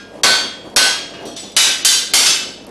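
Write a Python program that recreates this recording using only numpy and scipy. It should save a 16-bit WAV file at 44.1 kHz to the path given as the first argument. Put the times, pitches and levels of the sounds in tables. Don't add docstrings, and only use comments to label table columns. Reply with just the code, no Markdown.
import sys
import numpy as np
from scipy import signal
from scipy.fft import rfft, irfft, next_fast_len
from scipy.io import wavfile
from scipy.ndimage import uniform_filter1d, minimum_filter1d, map_coordinates

SR = 44100
rng = np.random.default_rng(int(sys.argv[2]) if len(sys.argv) > 2 else 0)


def decibels_to_gain(level_db):
    exponent = np.asarray(level_db, float) / 20
    return 10 ** exponent


def pcm_store(signal):
    levels = np.round(np.clip(np.atleast_2d(signal), -1, 1) * 32767)
    wavfile.write(sys.argv[1], SR, levels.astype(np.int16).T)


N = 119070


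def unit(x):
    return x / np.sqrt(np.mean(x ** 2) + 1e-20)


def along(points, hz):
    f, value = np.transpose(points)
    return np.interp(np.log(hz + 1), np.log(f + 1), value)


def wobble(rate):
    knots = rng.standard_normal(int(N * rate / SR) + 4)
    return map_coordinates(knots, [np.arange(N) * rate / SR])


def add(track, s, x):
    i = round(s * SR)
    x = x[max(-i, 0):N - i]
    track[max(i, 0):][:len(x)] += x


# (frequency [Hz], time to fade by 60 dB [s])
ROOM_DECAY = [(200, 0.43), (1000, 0.59), (3000, 0.63), (6000, 0.52), (12000, 0.39)]


def room(colour_db):
    hz, t, z = signal.stft(rng.standard_normal(SR), SR, nperseg=256)
    hz = hz[:, None]
    z = z * decibels_to_gain(colour_db(hz) - 60 * t / along(ROOM_DECAY, hz))
    tail = signal.istft(z, SR, nperseg=256)[1][:SR]
    return tail / np.std(tail[:SR // 10])


def plain_room():
    return room(lambda hz: 0 * hz)


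def resonate(x, peaks):
    m = next_fast_len(len(x) + SR // 2)
    f = np.fft.rfftfreq(m, 1 / SR)
    gain = 0
    for k, (centre, width, db) in enumerate(peaks):
        damping = 1j * f * width
        gain = gain + (-1) ** k * decibels_to_gain(db) * damping / (centre * centre - f * f + damping)
    y = irfft(rfft(x, m) * gain, m)[:len(x)]
    return y / np.std(y[:SR // 10])


RISE_S = 0.0012

# (frequency [Hz], level [dB per Hz])
CRASH_COLOUR = [(59, -56), (100, -7), (1470, -9.5), (2000, -10), (4460, -3.5), (10800, -10.5),
                (12900, -20.5), (13500, -80)]


def crash(tilt_db, low_hz):
    crack_db, crack_s = -9, 0.025
    thud_db, thud_s, thud_hz = -17.5, 0.096, 34
    minor_db, minor_width_hz = -7, 29.6
    t = np.arange(SR) / SR

    def colour_db(hz):
        low_cut_db = -30 * np.log10(1 + (low_hz / (hz + 1)) ** 2)
        return along(CRASH_COLOUR, hz) + tilt_db * np.log2(hz / 3000 + 0.02) + low_cut_db

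    draws = rng.uniform(0, 1, size=(100, 2))
    minor = [(1000 + 11500 * u, minor_width_hz, 3.6 * v) for u, v in draws]
    crack = 1 + decibels_to_gain(crack_db - 60 * t / crack_s)
    plain = room(colour_db) * crack * (1 - np.exp(-t / RISE_S))
    thud = decibels_to_gain(thud_db - 60 * t / thud_s) * np.sin(2 * np.pi * thud_hz * t)
    thud = thud * (250 / low_hz) ** 2
    return plain + decibels_to_gain(minor_db) * resonate(plain, minor) + thud


# (time [s], level [dB], steel ring over the crash [dB],
# brightness [dB per octave], low edge [Hz])
ANVIL_BLOWS = [
    (-.3, -14.5, -4.5, -2, 250),
    (0.2339, -8.5, -2, -2.5, 254),
    (.762, -6.5, -4, -1.06, 260),
]
BODY_HZ = [1410, 1517, 1625, 2446, 3212, 3274, 3587, 3895, 4150, 4293, 4498, 5593, 6573, 7946]
HORN_HZ = [990, 1140, 5176, 5900, 6237, 7558, 8580, 10400]
# (time to fade by 60 dB [s], beat [Hz], partner's share)
BODY_DECAY = [(0.75, 1.8, 0.49), (0.47, 4.37, 0.9), (0.58, 2.1, 0.13), (0.53, 2.9, 0.44), (0.71, 4.5, 0.3),
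              (0.95, 2.26, 0.23), (0.47, 1.7, 0.92), (0.17, 4, 1), (0.45, 5.5, 0.85), (0.25, 5, 0.43),
              (0.52, 3.06, 0.51), (0.51, 1.1, 0.12), (0.56, 3.7, 0.34), (0.43, 4.6, 0.18)]
HORN_DECAY = [(0.23, 26.5, 0.97), (.3, 31, 0.7), (0.63, 2.5, .3), (.12, 52, 0.35), (0.58, 2.4, 0.94),
              (0.56, 3.5, 0.44), (0.49, 1.6, 0.73), (0.37, 4.7, .3)]
BODY_DB = [
    [-0.5, -17, 12, 7, -23, -7, -18, -17, -14, -16, -17, -11, -14, -18],
    [-40, 3.5, -9, -8.5, -40, -6, 2, -12, 1.5, -6, 5, -4.5, -11, -11],
    [-33, 3.5, -2.5, -33, -5.5, -3.5, -4, -10, 2, -22, -13, -1, -6, -1.5],
]
HORN_DB = [
    [-20, -20, 2, -20, -6.5, -15, -12, -11],
    [-5, -6, -19, 4.5, -9, -9, -10.5, -22],
    [-11.5, -21, -19, -4, -13, -11, -17, -17],
]


def anvil_blows():
    ring_room_db = -19
    out, t = np.zeros(N), np.arange(SR) / SR
    notes_hz, decays = BODY_HZ + HORN_HZ, BODY_DECAY + HORN_DECAY
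    places = np.hstack([BODY_DB, HORN_DB])
    for (s, db, ring_db, tilt_db, low_hz), levels in zip(ANVIL_BLOWS, places):
        phases = rng.uniform(0, 2 * np.pi, len(levels))
        ring = np.zeros(SR)
        for hz, level, (t60, beat, share), phase in zip(notes_hz, levels, decays, phases):
            upper = np.sin(2 * np.pi * (hz + beat / 2) * t + phase)
            lower = np.sin(2 * np.pi * (hz - beat / 2) * t + phase)
            ring += decibels_to_gain(level - 60 * t / t60) * (upper - share * lower)
        tail = plain_room()
        echoes = signal.fftconvolve(ring, tail / np.linalg.norm(tail))[:SR]
        ring = ring + decibels_to_gain(ring_room_db) * echoes
        add(out, s, decibels_to_gain(db) * (crash(tilt_db, low_hz) + decibels_to_gain(ring_db) * ring))
    return out


# (frequency [Hz], level [dB per Hz])
ROAR_COLOUR = [(15, -34), (25, -35), (247, -6.5), (282, -5), (604, -8.5), (1400, -25.5), (1640, -26.5),
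               (11500, -42.5), (13500, -57)]


def forge_roar():
    roar_db, flutter_db, slow_flutter_db, patchy_db = -37.5, 2.5, 2.2, -1.5
    hz, s, z = signal.stft(rng.standard_normal(N), SR, nperseg=2048)
    colour = decibels_to_gain(along(ROAR_COLOUR, hz))[:, None]
    fine = signal.istft(z * colour, SR, nperseg=2048)[1][:N]
    hz, s, z = signal.stft(fine, SR, nperseg=256)
    patches = uniform_filter1d(rng.standard_normal((hz.size, s.size)), 3, 0)
    patches = unit(uniform_filter1d(patches, 12, 1))
    roar = unit(signal.istft(z * decibels_to_gain(patchy_db * patches), SR, nperseg=256)[1][:N])
    return decibels_to_gain(roar_db + flutter_db * wobble(30.38) + slow_flutter_db * wobble(6.26)) * roar


# (frequency [Hz], level [dB])
HUM_TONES = [(50, -56), (100, -55), (200, -49)]


def mains_hum():
    t = np.arange(N) / SR
    return sum(decibels_to_gain(db) * np.sin(2 * np.pi * hz * t) for hz, db in HUM_TONES)


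# (time [s], level [dB], brightness [dB per octave])
EMBER_SNAPS = [(.187, -46, 1), (.6994, -42, 1), (1.502, -45, 1), (1.5194, -40, 1), (2.648, -40, -9),
               (2.6678, -35, 3), (2.692, -43, 2)]


def embers():
    snap_s, trace_db = 0.0064, -22
    out, t = np.zeros(N), np.arange(SR) / SR
    for s, db, tilt_db in EMBER_SNAPS:
        snap = room(lambda hz: tilt_db * np.log2(hz / 3000 + 0.39))
        add(out, s, decibels_to_gain(db) * snap * (decibels_to_gain(-60 * t / snap_s) + decibels_to_gain(trace_db)))
    return out


def damped_ring(body, free_db):
    sharpen, free_s = 0.51, 0.44
    t = np.arange(SR) / SR
    peaks = [(hz, sharpen * width, level) for hz, width, level in body]
    ring = resonate(plain_room(), peaks)
    free = sum(decibels_to_gain(level) * np.sin(2 * np.pi * hz * t) for hz, width, level in body if width < 60)
    return ring + decibels_to_gain(free_db - 60 * t / free_s) * unit(free) * (1 - np.exp(-t / RISE_S))


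# (time [s], level [dB], ring over the crash [dB], brightness [dB per octave], low edge [Hz])
TAPS = [
    (1.136, -42.5, 1, -12.5, 1800),
    (1.253, -43, 2.5, 0, 2000),
    (1.363, -35.5, 1, -3.5, 1500),
    (.739, -69, 9, 6, 3000),
]
# (frequency [Hz], width [Hz], level [dB])
CLINK_1 = [(1610, 60, -4), (2860, 55, -1), (2550, 80, -6)]
CLINK_2 = [(3270, 83, -1), (3620, 28, -2), (4290, 58, -2), (4600, 34, -5), (5660, 38, 0), (6000, 40, -1),
           (8050, 41, -3), (8490, 38, -10)]
CLINK_3 = [(3510, 43, 0), (3900, 29, -4), (4300, 29, -5), (4930, 31, -6), (5680, 30, -6), (5990, 66, -2),
           (6900, 50, -7), (7950, 30, 0), (8970, 52, -14), (9580, 39, -17)]
CLINK_4 = [(4150, 55, -3), (4400, 400, 0), (4560, 55, -2)]


def light_taps():
    rattle_db_per_s, rattle_s = 27, 0.23
    out, t = np.zeros(N), np.arange(SR) / SR
    rattle_db = rattle_db_per_s * np.minimum(t, rattle_s)
    bodies = [CLINK_1, CLINK_2, CLINK_3, CLINK_4]
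    for (s, db, ring_db, tilt_db, low_hz), body in zip(TAPS, bodies):
        ring = damped_ring(body, free_db=-11)
        add(out, s, decibels_to_gain(db + rattle_db) * (crash(tilt_db, low_hz) + decibels_to_gain(ring_db) * ring))
    return out


def blower_whistle():
    start_s, end_s, fade_s = 1.04, 1.43, 0.04
    whistle_hz, whistle_db = 678, -41
    t = np.arange(N) / SR
    on = np.clip(np.minimum(t - start_s, end_s - t) / fade_s, 0, 1)
    loudness = decibels_to_gain(whistle_db + 1.5 * wobble(15))
    return on * loudness * np.sin(2 * np.pi * whistle_hz * t + 0.6 * wobble(20))


# (time [s], level [dB], ring over the crash [dB],
# brightness [dB per octave], low edge [Hz])
WORK_BLOWS = [
    (1.565, -6, -1.5, -0.55, 590),
    (1.848, -7, -4, 0.63, 860),
    (2.1358, -5, -4, 0.73, 218),
    (2.2604, -14.5, 0.5, -1.2, 910),
]
# (frequency [Hz], width [Hz], level [dB])
CLANK_1 = [(1550, 26, -6), (2330, 32, -5), (2560, 34, -5), (2970, 53, -2), (3360, 31, -5), (3600, 50, -3),
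           (3890, 55, 0), (4940, 98, -4), (5700, 55, -5), (6000, 100, -4), (6380, 60, -7), (7280, 48, -8),
           (7930, 51, -7), (9910, 180, -13)]
CLANK_2 = [(1580, 32, -9), (3100, 38, -5), (3570, 100, -5), (4030, 36, -4), (4640, 41, 0), (5350, 33, -4),
           (5710, 65, -5), (5970, 40, -6), (6400, 34, -3), (6570, 24, -4), (7280, 33, -7), (7920, 43, -6),
           (8740, 43, -11), (9390, 45, -12)]
CLANK_3 = [(2140, 59, -6), (3090, 26, -3), (3600, 60, -6), (4520, 93, -2), (4720, 39, -3), (5120, 110, -3),
           (5680, 48, 0), (6000, 28, -5), (6550, 31, -3), (7480, 76, -5), (8520, 41, -7), (9630, 65, -8)]
CLANK_4 = [(1550, 91, -12), (2640, 40, -1), (3000, 45, 0), (3340, 33, -1), (3590, 60, -2), (3840, 54, -5),
           (4520, 60, -3), (5050, 150, -2), (5410, 77, -3), (6280, 37, 0), (7310, 40, -2), (7950, 32, -2),
           (8720, 33, -9), (9910, 34, -12)]


def work_clanks():
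    out = np.zeros(N)
    bodies = [CLANK_1, CLANK_2, CLANK_3, CLANK_4]
    for (s, db, ring_db, tilt_db, low_hz), body in zip(WORK_BLOWS, bodies):
        ring = damped_ring(body, free_db=-3.5)
        add(out, s, decibels_to_gain(db) * (crash(tilt_db, low_hz) + decibels_to_gain(ring_db) * ring))
    return out


def limiter_gain(x):
    ceiling_db, release_s = -8, 0.012
    width = int(release_s * SR)
    slow = signal.lfilter([1 / width], [1, 1 / width - 1], x ** 2)
    fast = np.abs(uniform_filter1d(x ** 2, 90))
    power = np.maximum(slow, 0.66 * fast)
    return (1 + (power / decibels_to_gain(2 * ceiling_db)) ** 1.814) ** (-1 / 3)


def scene():
    duck = 0.028
    hits = anvil_blows() + light_taps() + work_clanks()
    background = forge_roar() + mains_hum() + embers() + blower_whistle()
    gain = uniform_filter1d(limiter_gain(hits), 130)
    return (gain * hits + gain ** duck * background)[None]


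def drop_weak_treble(x):
    hole_db, hole_tilt_db, hole_hz = -2, 4.5, 4500
    hz, t, z = signal.stft(x, SR, nperseg=1024, noverlap=768)
    hz = hz[:, None]
    power = uniform_filter1d(uniform_filter1d(np.abs(z) ** 2, 4, 0), 9, 1)
    power = np.abs(power) + 1e-20
    loud_db = np.clip(10 * np.log10(power.sum(0)) + 28, 0, 20) / 4
    bar_db = hole_db + hole_tilt_db * np.log2(hz / 8000 + 1e-3) - loud_db
    bar = np.exp(uniform_filter1d(np.log(power), 31, 0)) * decibels_to_gain(2 * bar_db)
    keep = np.where(hz > hole_hz, 1 / (1 + (bar / power) ** 10), 1)
    return signal.istft(z * keep, SR, nperseg=1024, noverlap=768)[1][:N]


# (above [Hz], jump ahead [dB], only when under [dB])
HUSH = [
    (1300, 25, -45),
    (7000, 11, -35),
]


def hush_before_blows(x):
    span = int(0.013 * SR)
    for edge_hz, jump_db, under_db in HUSH:
        high_pass = signal.butter(6, edge_hz, "high", fs=SR, output="sos")
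        treble = signal.sosfiltfilt(high_pass, x)
        level = np.sqrt(np.abs(uniform_filter1d(treble ** 2, 300)))
        ahead = np.roll(-minimum_filter1d(-level, span), -span // 2)
        hushed = 1.0 * (ahead > decibels_to_gain(jump_db) * level) * (level < decibels_to_gain(under_db))
        x = x - treble * uniform_filter1d(hushed, 44)
    return x


def top_cut(x):
    return signal.sosfilt(signal.butter(12, 13670, fs=SR, output="sos"), x)


def record(dry):
    clip_top, top_hz, peak_top = 0.99, 12750, 0.94
    x = dry / (1 + np.abs(dry / clip_top) ** 4) ** 0.25
    m = next_fast_len(N + 8192)
    hz = np.fft.rfftfreq(m, 1 / SR)
    top_cut_db = -60 / (1 + np.exp((top_hz - hz) / 40))
    x = irfft(rfft(x, m) * decibels_to_gain(top_cut_db), m)[..., :N]
    x = hush_before_blows(drop_weak_treble(x[0]))[None]
    mix = x / (1 + np.abs(x / peak_top) ** 12) ** (1 / 12)
    return top_cut(mix)


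dry = scene()
out = record(dry)
pcm_store(out)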